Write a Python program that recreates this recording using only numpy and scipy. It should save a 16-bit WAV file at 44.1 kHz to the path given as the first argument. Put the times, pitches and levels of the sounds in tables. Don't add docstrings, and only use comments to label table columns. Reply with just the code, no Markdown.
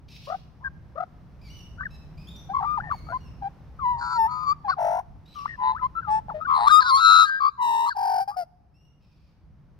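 import sys
import numpy as np
from scipy import signal
from scipy.fft import rfft, irfft
from scipy.io import wavfile
from scipy.ndimage import uniform_filter1d, minimum_filter1d, map_coordinates

SR = 44100
rng = np.random.default_rng(int(sys.argv[2]) if len(sys.argv) > 2 else 0)


def digitize_waveform(pressure):
    field = np.atleast_2d(pressure).T
    bounded = np.clip(field, -1, 1)
    quanta = np.round(bounded * 32767).astype(np.int16)
    wavfile.write(sys.argv[1], SR, quanta)


N = 431738
TIME, BINS = np.arange(N) / SR, np.fft.rfftfreq(N, 1 / SR)
CUTOFF_HZ = 15800


def gain_of(db):
    return 10 ** (np.asarray(db) / 20)


def unit_rms(x):
    return x / np.sqrt(np.mean(abs(x) ** 2) + 1e-20)


def spectrum(points):
    hz, value = np.transpose(points)
    return np.interp(np.log(BINS + 1), np.log(hz), value)


def follow(rows, t):
    times, *columns = np.transpose(rows)
    return [np.interp(t, times, column) for column in columns]


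def equalise(x, points):
    return irfft(rfft(x) * gain_of(spectrum(points)), N)


def drift(hz):
    return unit_rms(irfft(rfft(rng.standard_normal(N)) * np.exp(-(BINS / hz) ** 2), N))


def span(start, end, fade_s):
    at = np.flatnonzero((TIME >= start) & (TIME < end))
    to_edge_s = np.minimum(TIME[at] - start, end - TIME[at])
    return at, np.sin(np.pi / 2 * np.clip(to_edge_s / fade_s, 0, 1)) ** 2


def wind(gust_db=2, rumble_hz=200):
    # t/s, level/dB
    bed_level = [(0, -49), (2.9, -41.5), (5, -48.5), (6.5, -45), (7.3, -59.5), (8.5, -59), (9.79, -52.5)]
    # f/Hz, relative level/dB
    air_eq = [(20, -14), (60, 2.5), (115, -5), (155, -1), (200, -11), (420, -25), (1000, -28), (2000, -38),
              (3500, -46), (5800, -48), (7200, -60), (15800, -60)]
    # f/Hz, correlation
    likeness = [(50, .55), (200, .92), (6000, .4)]
    left, spread = rfft(rng.standard_normal((2, N)))
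    shared = spectrum(likeness)
    right = shared * left + np.sqrt(1 - shared ** 2) * spread
    air = unit_rms(irfft(np.array([left, right]) * gain_of(spectrum(air_eq)), N))
    rumble = irfft(rfft(air) / (1 + (BINS / rumble_hz) ** 4), N)
    hiss = air - rumble
    db, = follow(bed_level, TIME)
    return gain_of(db) * (hiss + rumble * gain_of(gust_db * drift(3.9)))


def far_birds(arch=0.24, ragged_db=3):
    # start/s, length/s, top pitch/Hz, level before EQ/dB, crest place/0-1, rasp/0-1
    calls = [(0.078, .105, 1286, -58, 0.6, 0.95), (0.213, 0.1, 1458, -60, .5, 1),
             (1.41, .09, 2450, -61, 0.1, 0.4), (1.492, 0.13, 2980, -57.5, 0.52, 0.23),
             (1.901, 0.072, 1326, -65, 0.55, 0.3), (2.17, 0.1, 2560, -63, 0.7, .35),
             (2.268, 0.058, 3720, -56, 0.82, .15), (2.353, 0.022, 3610, -52.5, 0.54, 0.2),
             (2.359, 0.05, 6020, -54, 0.6, 0), (2.914, .09, 2232, -59.5, 0.4, 0.2),
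             (3.042, 0.08, 2270, -65, .35, 0.1), (3.2, 0.09, 2880, -66, .25, 0.1),
             (5.252, 0.11, 4060, -59.5, 0.5, 0.36), (5.337, 0.094, 3080, -60, 0.03, 0.54),
             (8.733, .16, 2855, -76, 0.66, .12), (8.987, 0.36, 2560, -79.5, 0.33, 0.79)]
    # f/Hz, gain/dB
    far_eq = [(1300, -22), (2400, 3.5), (5400, 2.5), (7200, -18)]
    out = np.zeros(N)
    wobble = .055 * drift(45) + .025 * drift(500)
    hiss = rng.standard_normal(N)
    for start, length, top_hz, db, crest, rasp in calls:
        at, window = span(start, start + length, fade_s=0.11 * length)
        progress = (TIME[at] - start) / length
        hz = top_hz * (1 + rasp * wobble[at]) * (1 - arch * (progress - crest) ** 2)
        phase = 2 * np.pi * np.cumsum(hz) / SR
        voice = sum(np.sin(k * phase) for k in range(1, int(CUTOFF_HZ / top_hz) + 1))
        out[at] += gain_of(db) * window * ((1 - rasp / 2) * voice + 2 * rasp * hiss[at])
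    return equalise(out * gain_of(ragged_db * drift(74)), far_eq)


def garden_echo(x, t60_s, onset_s=0.022):
    t = TIME[:SR]
    reflections = rng.standard_normal((2, SR)) * (rng.random((2, SR)) < .05)
    tail = reflections * gain_of(-60 * t / t60_s) * (1 - np.exp(-t / onset_s))
    return signal.fftconvolve(x[None], tail / np.linalg.norm(tail[0]), axes=1)[:, :N]


def magpie(throb=0.55, breath_db=1):
    # f/Hz, gain/dB
    mellow_eq = [(600, -89.5), (1300, -21.5), (1750, -23), (2300, -32.5), (4500, -48), (9000, -65.5)]
    # f/Hz, gain/dB
    rasp_eq = [(500, -35), (800, 0), (1700, 0), (2600, -10), (7000, -38)]
    bend, dip_db = flutter()
    tone, hoarse = syrinx(bend, dip_db), hoarseness()
    envelope = abs(tone)
    phase_step = np.angle(tone * np.roll(tone, 1).conj())
    pitch_hz = abs(uniform_filter1d(phase_step, size=40)) * SR / (2 * np.pi)
    unfluttered = envelope / gain_of(dip_db)
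    beating = unfluttered / (uniform_filter1d(unfluttered, size=600) + 1e-6)
    upset = uniform_filter1d(abs(beating - 1), size=600) + hoarse
    phase = np.angle(tone) + (.15 * upset + .4 * hoarse) * drift(700)
    overtones = sum(np.cos(k * phase) * np.clip((SR / 2 - k * pitch_hz) / 3000, 0, 1)
                    for k in range(2, 21))
    breath = gain_of(breath_db) * upset * rng.standard_normal(N)
    buzz = envelope * np.minimum(beating, 1) * (overtones + breath)
    buzz *= gain_of(throb * dip_db)
    rasp = equalise(envelope * hoarse ** 2 * rng.standard_normal(N), rasp_eq)
    bright = equalise(buzz, mellow_eq) + throat(buzz) + rasp
    scattered = garden_echo(bright, t60_s=0.061, onset_s=0.0013)[0]
    return tone.real + bright + gain_of(-10) * scattered


def syrinx(bend, dip_db, shimmer_db=0.9361, jitter=.0042, settle_s=0.013):
    # start/s, end/s, first pitch/Hz, last pitch/Hz, arch/share of pitch, peak level/dB, peak place/0-1
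    short_notes = [(0.264, 0.355, 949, 1215, 0.16, -30.5, 0.74),
                   (0.268, 0.369, 494, 749, 0.16, -24.5, 0.74), (0.595, 0.693, 810, 1057, 0.13, -43.5, 0.9),
                   (0.638, 0.689, 1646, 1508, 0.019, -23, 0.42), (0.95, 1.051, 514, 700, 0.18, -25, 0.71),
                   (0.954, 1.047, 1180, 1302, 0.052, -27.5, 0.4),
                   (1.774, 1.832, 1266, 1445, 0.13, -30.5, 0.76),
                   (1.799, 1.85, 1220, 1290, -0.082, -36.5, 0.55),
                   (1.819, 1.849, 1360, 2090, 0.018, -29.5, 0.3),
                   (1.848, 1.876, 1940, 1385, 0.028, -27, 0.53),
                   (2.488, 2.536, 740, 832, -0.0013, -26, 0.37),
                   (2.53, 2.615, 1054, 1033, 0.054, -17, 0.35), (2.581, 2.668, 1080, 1034, -0.24, -22, 0.7),
                   (2.608, 2.793, 1144, 1210, 0.025, -19, 0.62),
                   (2.772, 2.801, 1092, 720, -0.051, -19, 0.2), (2.799, 2.817, 1210, 1770, 0.021, -25, 0.3),
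                   (2.8, 2.903, 771, 611, 0.24, -38, 1), (2.81, 2.906, 1720, 1750, 0.056, -35.5, 1),
                   (2.896, 2.959, 1013, 635, 0.36, -23.5, 0.37),
                   (2.91, 2.927, 1697, 1082, -0.15, -15.5, 0.97),
                   (3.064, 3.144, 1200, 1650, -0.035, -35.5, 0.5),
                   (3.067, 3.144, 1036, 840, -0.29, -35.5, 1), (3.119, 3.18, 990, 1047, 0.0017, -21.5, 0.6),
                   (3.409, 3.489, 825, 823, -0.051, -24, 0.71),
                   (3.992, 4.19, 1461, 1420, -0.094, -24.5, 0.8),
                   (4.268, 4.474, 1254, 1217, 0.0048, -24, 1), (4.45, 4.538, 1260, 1261, -0.097, -13, 0.77),
                   (4.641, 4.73, 866, 748, -0.039, -25.5, 0.06),
                   (4.679, 4.714, 1080, 1141, -0.024, -12.5, 0.77),
                   (4.688, 4.746, 1360, 1079, 0.24, -22.5, 1), (4.762, 5.022, 782.5, 860, -0.13, -17, 0.34),
                   (5.344, 5.492, 1223, 1220, -0.066, -29.5, 0.28),
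                   (5.455, 5.472, 826, 1370, 0.19, -25.5, 0.25),
                   (5.471, 5.569, 1770, 1620, 0.11, -33.5, 0.45),
                   (5.572, 5.733, 1000, 1018, -0.006, -16.5, 0.84),
                   (5.595, 5.756, 833, 865.5, 0.031, -22, 0.5), (5.743, 5.798, 890, 2163, -0.13, -27, 0.12),
                   (5.775, 5.852, 1256, 1065, 0.1, -31.5, 0.44),
                   (5.809, 5.874, 1039, 1105, -0.052, -16, 0.67),
                   (5.949, 6.012, 1305, 1347, 0.0084, -20, 0.56), (6.007, 6.118, 1746, 1110, -0.11, -29, 1),
                   (6.066, 6.207, 839.4, 877.4, 0.0047, -15, 0.5),
                   (6.281, 6.314, 669, 438, 0.51, -34, 0.56), (6.297, 6.334, 1553, 890, -0.25, -28.5, 0.1),
                   (6.335, 6.409, 659, 651, -0.069, -25, 0.25),
                   (6.401, 6.445, 1223, 1300, 0.0098, -24, 0.55),
                   (6.445, 6.466, 1473, 1536, -0.041, -22.5, 1),
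                   (6.461, 6.621, 1160, 1032, 0.0095, -12, 0.44),
                   (6.544, 6.693, 992, 1039, -0.23, -18, 0.83), (6.666, 6.687, 1204, 1204, -0.032, 2.5, 1),
                   (6.689, 6.72, 1230, 1430, 0.2, -16, 0.26), (6.812, 6.834, 1696, 1471, 0.036, -17, 0.84),
                   (6.827, 6.93, 1451, 1155, 0.1, -17.5, 0.62),
                   (7.236, 7.412, 1640, 1638, -0.031, -19, 0.52),
                   (7.392, 7.504, 1202, 1236, -0.066, -10.5, 0.6),
                   (7.571, 7.916, 1005, 960.5, -0.076, -16.5, 0.34),
                   (7.858, 7.899, 1126, 1018, 0.061, -18, 1),
                   (7.899, 7.934, 1746, 1326, 0.033, -24.5, 0.48),
                   (7.943, 8.254, 845.4, 776, -0.0055, -17, 0.68),
                   (8.274, 8.326, 813, 855, -0.019, -22, 0.1), (8.297, 8.372, 1080, 1300, 0, -35.5, 0.4),
                   (8.359, 8.445, 741.5, 653.6, 0.03, -20.5, 0.27)]
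    # t/s, pitch/Hz, level/dB
    carol = [(3.785, 1339, -46), (3.822, 1086, -24), (3.86, 972, -16), (3.915, 988, -17),
             (3.975, 912.5, -28.5), (4.145, 985.4, -25.5), (4.195, 906.5, -13), (4.262, 882.5, -14.5),
             (4.285, 975, -28.5), (4.49, 1051, -33.5)]
    shout = [(6.697, 1187, -17.5), (6.725, 1250, 3.5), (6.746, 1223, 8.5), (6.802, 1273, -5),
             (6.813, 1230, -20)]
    growl = [(6.805, 1048, -18.5), (6.848, 988, -25), (6.884, 1118, -18.5), (6.925, 1040, -9.5),
             (6.963, 1097, -9.5), (7, 1085, -18)]
    shrill = [(6.97, 1300, -21), (7.067, 1274, -5.5), (7.242, 1266, -7.5), (7.265, 1215, -26.5),
              (7.383, 1258, -65.5)]
    notes = [slur(curve) for curve in (carol, shout, growl, shrill)]
    notes += [glide(*row) for row in short_notes]
    shake, shimmer = drift(350), drift(150)
    tone = np.zeros(N, complex)
    for at, window, hz, db in notes:
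        softness = gain_of(-0.67 * (db + 18.5))
        onset = np.exp(-(TIME[at] - TIME[at[0]]) / settle_s)
        rough = np.clip(softness + 1.5 * onset, .8, 7)
        cycles = np.cumsum(hz * bend[at] * (1 + jitter * rough * shake[at])) / SR + rng.random()
        level = gain_of(db + dip_db[at] + shimmer_db * rough * shimmer[at])
        tone[at] += window * level * np.exp(2j * np.pi * cycles)
    return tone


def glide(start, end, first_hz, last_hz, arch, peak_db, peak_at, swell_db=16.5, held_s=0.16):
    length = end - start
    at, window = span(start, end, fade_s=max(.13 * length, .004))
    progress = (TIME[at] - start) / length
    arc = 1 + arch * (1 - (2 * progress - 1) ** 2)
    hz = (first_hz + (last_hz - first_hz) * progress) * arc
    peak_at = np.clip(peak_at, .03, .97)
    from_peak = np.maximum((peak_at - progress) / peak_at, (progress - peak_at) / (1 - peak_at))
    depth_db = swell_db * min(1, (held_s / length) ** 2)
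    return at, window, hz, peak_db - depth_db * from_peak ** 2.61


def flutter(sharpness=2.8, fade_s=.008):
    # start/s, end/s, rate/Hz, swing/share of pitch, dip/dB
    trills = [(0.294, 0.354, 46.8, 0.13, 11), (0.946, 1.045, 40.2, 0.128, 12.5),
              (2.542, 2.599, 52, 0.079, 13.5), (2.604, 2.653, 52.6, 0.21, 8),
              (3.965, 4.138, 125.4, 0.14, -0.5), (4.78, 5.025, 49.25, 0.39, 5),
              (6.483, 6.597, 78.7, 0.21, 8), (6.6, 6.667, 114.3, 0.28, -10), (7, 7.121, 99.2, 0.105, -2.6),
              (7.121, 7.233, 90.9, 0.105, -2.4), (7.402, 7.488, 68, 0.13, 7.5),
              (7.597, 7.896, 70.94, 0.093, -1), (7.96, 8.209, 46.43, 0.22, 6)]
    bend, dip_db = np.ones(N), np.zeros(N)
    for start, end, rate, swing, depth_db in trills:
        at, window = span(start - fade_s / 2, end + fade_s / 2, fade_s)
        squeeze = abs(np.cos(np.pi * rate * (TIME[at] - start))) ** sharpness
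        bend[at] += swing * window * (squeeze - .27)
        dip_db[at] -= depth_db * window * (squeeze - .24)
    return bend, dip_db


def stereo_pickup(song, notch_hz=1240, width=0.19, notch_floor=0.3):
    # f/Hz, gain/dB
    right_eq = [(600, -8), (870, -4), (1600, -5), (2200, -12.5), (4200, -1), (9000, -11), (14000, -3)]
    # t/s, delay/ms
    right_lag = [(5, .185), (6.6, .227)]
    detune = 1j * (BINS / notch_hz - notch_hz / (BINS + 1))
    notch = (detune + notch_floor * width) / (detune + width)
    right = irfft(rfft(song) * gain_of(spectrum(right_eq)) * notch, N)
    lag_ms, = follow(right_lag, TIME)
    delayed = map_coordinates(right, [(TIME - lag_ms / 1000) * SR], order=5)
    return np.array([song, delayed])


def hoarseness():
    # start/s, end/s, hoarseness/0-1
    rasps = [(2.78, 3.14, .38), (4.675, 4.735, .45), (4.78, 5.01, .2), (5.45, 5.85, .28), (6, 6.42, .26),
             (6.49, 6.67, .32), (6.66, 6.722, .36), (6.803, 6.834, .55), (6.968, 7.025, .28),
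             (7.95, 8.43, .2)]
    out = np.zeros(N)
    for start, end, amount in rasps:
        at, window = span(start, end, fade_s=.008)
        out[at] += amount * window
    return out


def slur(curve):
    at, window = span(curve[0][0], curve[-1][0], fade_s=0.004)
    hz, db = (uniform_filter1d(column, size=220) for column in follow(curve, TIME[at]))
    return at, window, hz, db


def throat(buzz, stage_q=5.5, reshape_s=0.03):
    # (f/Hz, gain/dB)
    shapes = [(3.971, 4.188, [(4480, -19), (6900, -30.5)]), (4.163, 4.29, [(5400, -37), (8200, -46.5),
              (12700, -38.5)]), (4.285, 4.537, [(4400, -24.5), (6600, -37.5)]),
              (4.674, 4.753, [(4450, -21.5)]), (4.779, 5.037, [(5750, -36), (9300, -40.5), (11900, -43.5),
              (15400, -47)]), (5.618, 5.761, [(3900, -30.5)]), (6.087, 6.212, [(5600, -38), (7800, -41)]),
              (6.531, 6.754, [(4050, -23), (8600, -41.5)]), (6.661, 6.801, [(3750, -21), (4900, -27.5),
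              (7350, -30), (9750, -34)]), (6.791, 6.923, [(4330, -8.5)]), (6.862, 6.985, [(4200, -22.5),
              (9700, -35)]), (6.933, 7.31, [(2750, -29.5), (4120, -11.5), (6500, -28), (10100, -37.5),
              (15300, -42.5)]), (7.24, 7.52, [(4600, -31)]), (7.603, 7.913, [(2780, -26.5), (3850, -25),
              (5700, -30.5), (7700, -31.5), (11500, -35.5)]), (7.867, 7.962, [(4350, -16)]),
              (7.942, 8.485, [(5050, -24.5), (9900, -36.5), (12000, -36), (14300, -40.5)])]
    out = np.zeros(N)
    for start, end, resonances in shapes:
        at, window = span(start, end, reshape_s)
        for hz, db in resonances:
            b, a = signal.iirpeak(hz, stage_q, fs=SR)
            ring = signal.lfilter(b, a, signal.lfilter(b, a, buzz[at]))
            out[at] += gain_of(db) * window * ring
    return out


def scene():
    song, far_calls = magpie(), far_birds()
    far_echo = gain_of(1) * garden_echo(far_calls, t60_s=.55)
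    song_echo = gain_of(-31) * garden_echo(song, t60_s=1.0)
    return wind() + far_calls + far_echo + stereo_pickup(song) + song_echo


def record(dry, ceiling=0.81):
    peak = -minimum_filter1d(-abs(dry).max(0), size=600)
    limited = dry / np.maximum(uniform_filter1d(peak, size=600) / ceiling, 1)
    low_pass = signal.firwin(511, CUTOFF_HZ, window=("kaiser", 9), fs=SR)
    return signal.oaconvolve(limited, low_pass[None], "same")


dry = scene()
out = record(dry)
digitize_waveform(out)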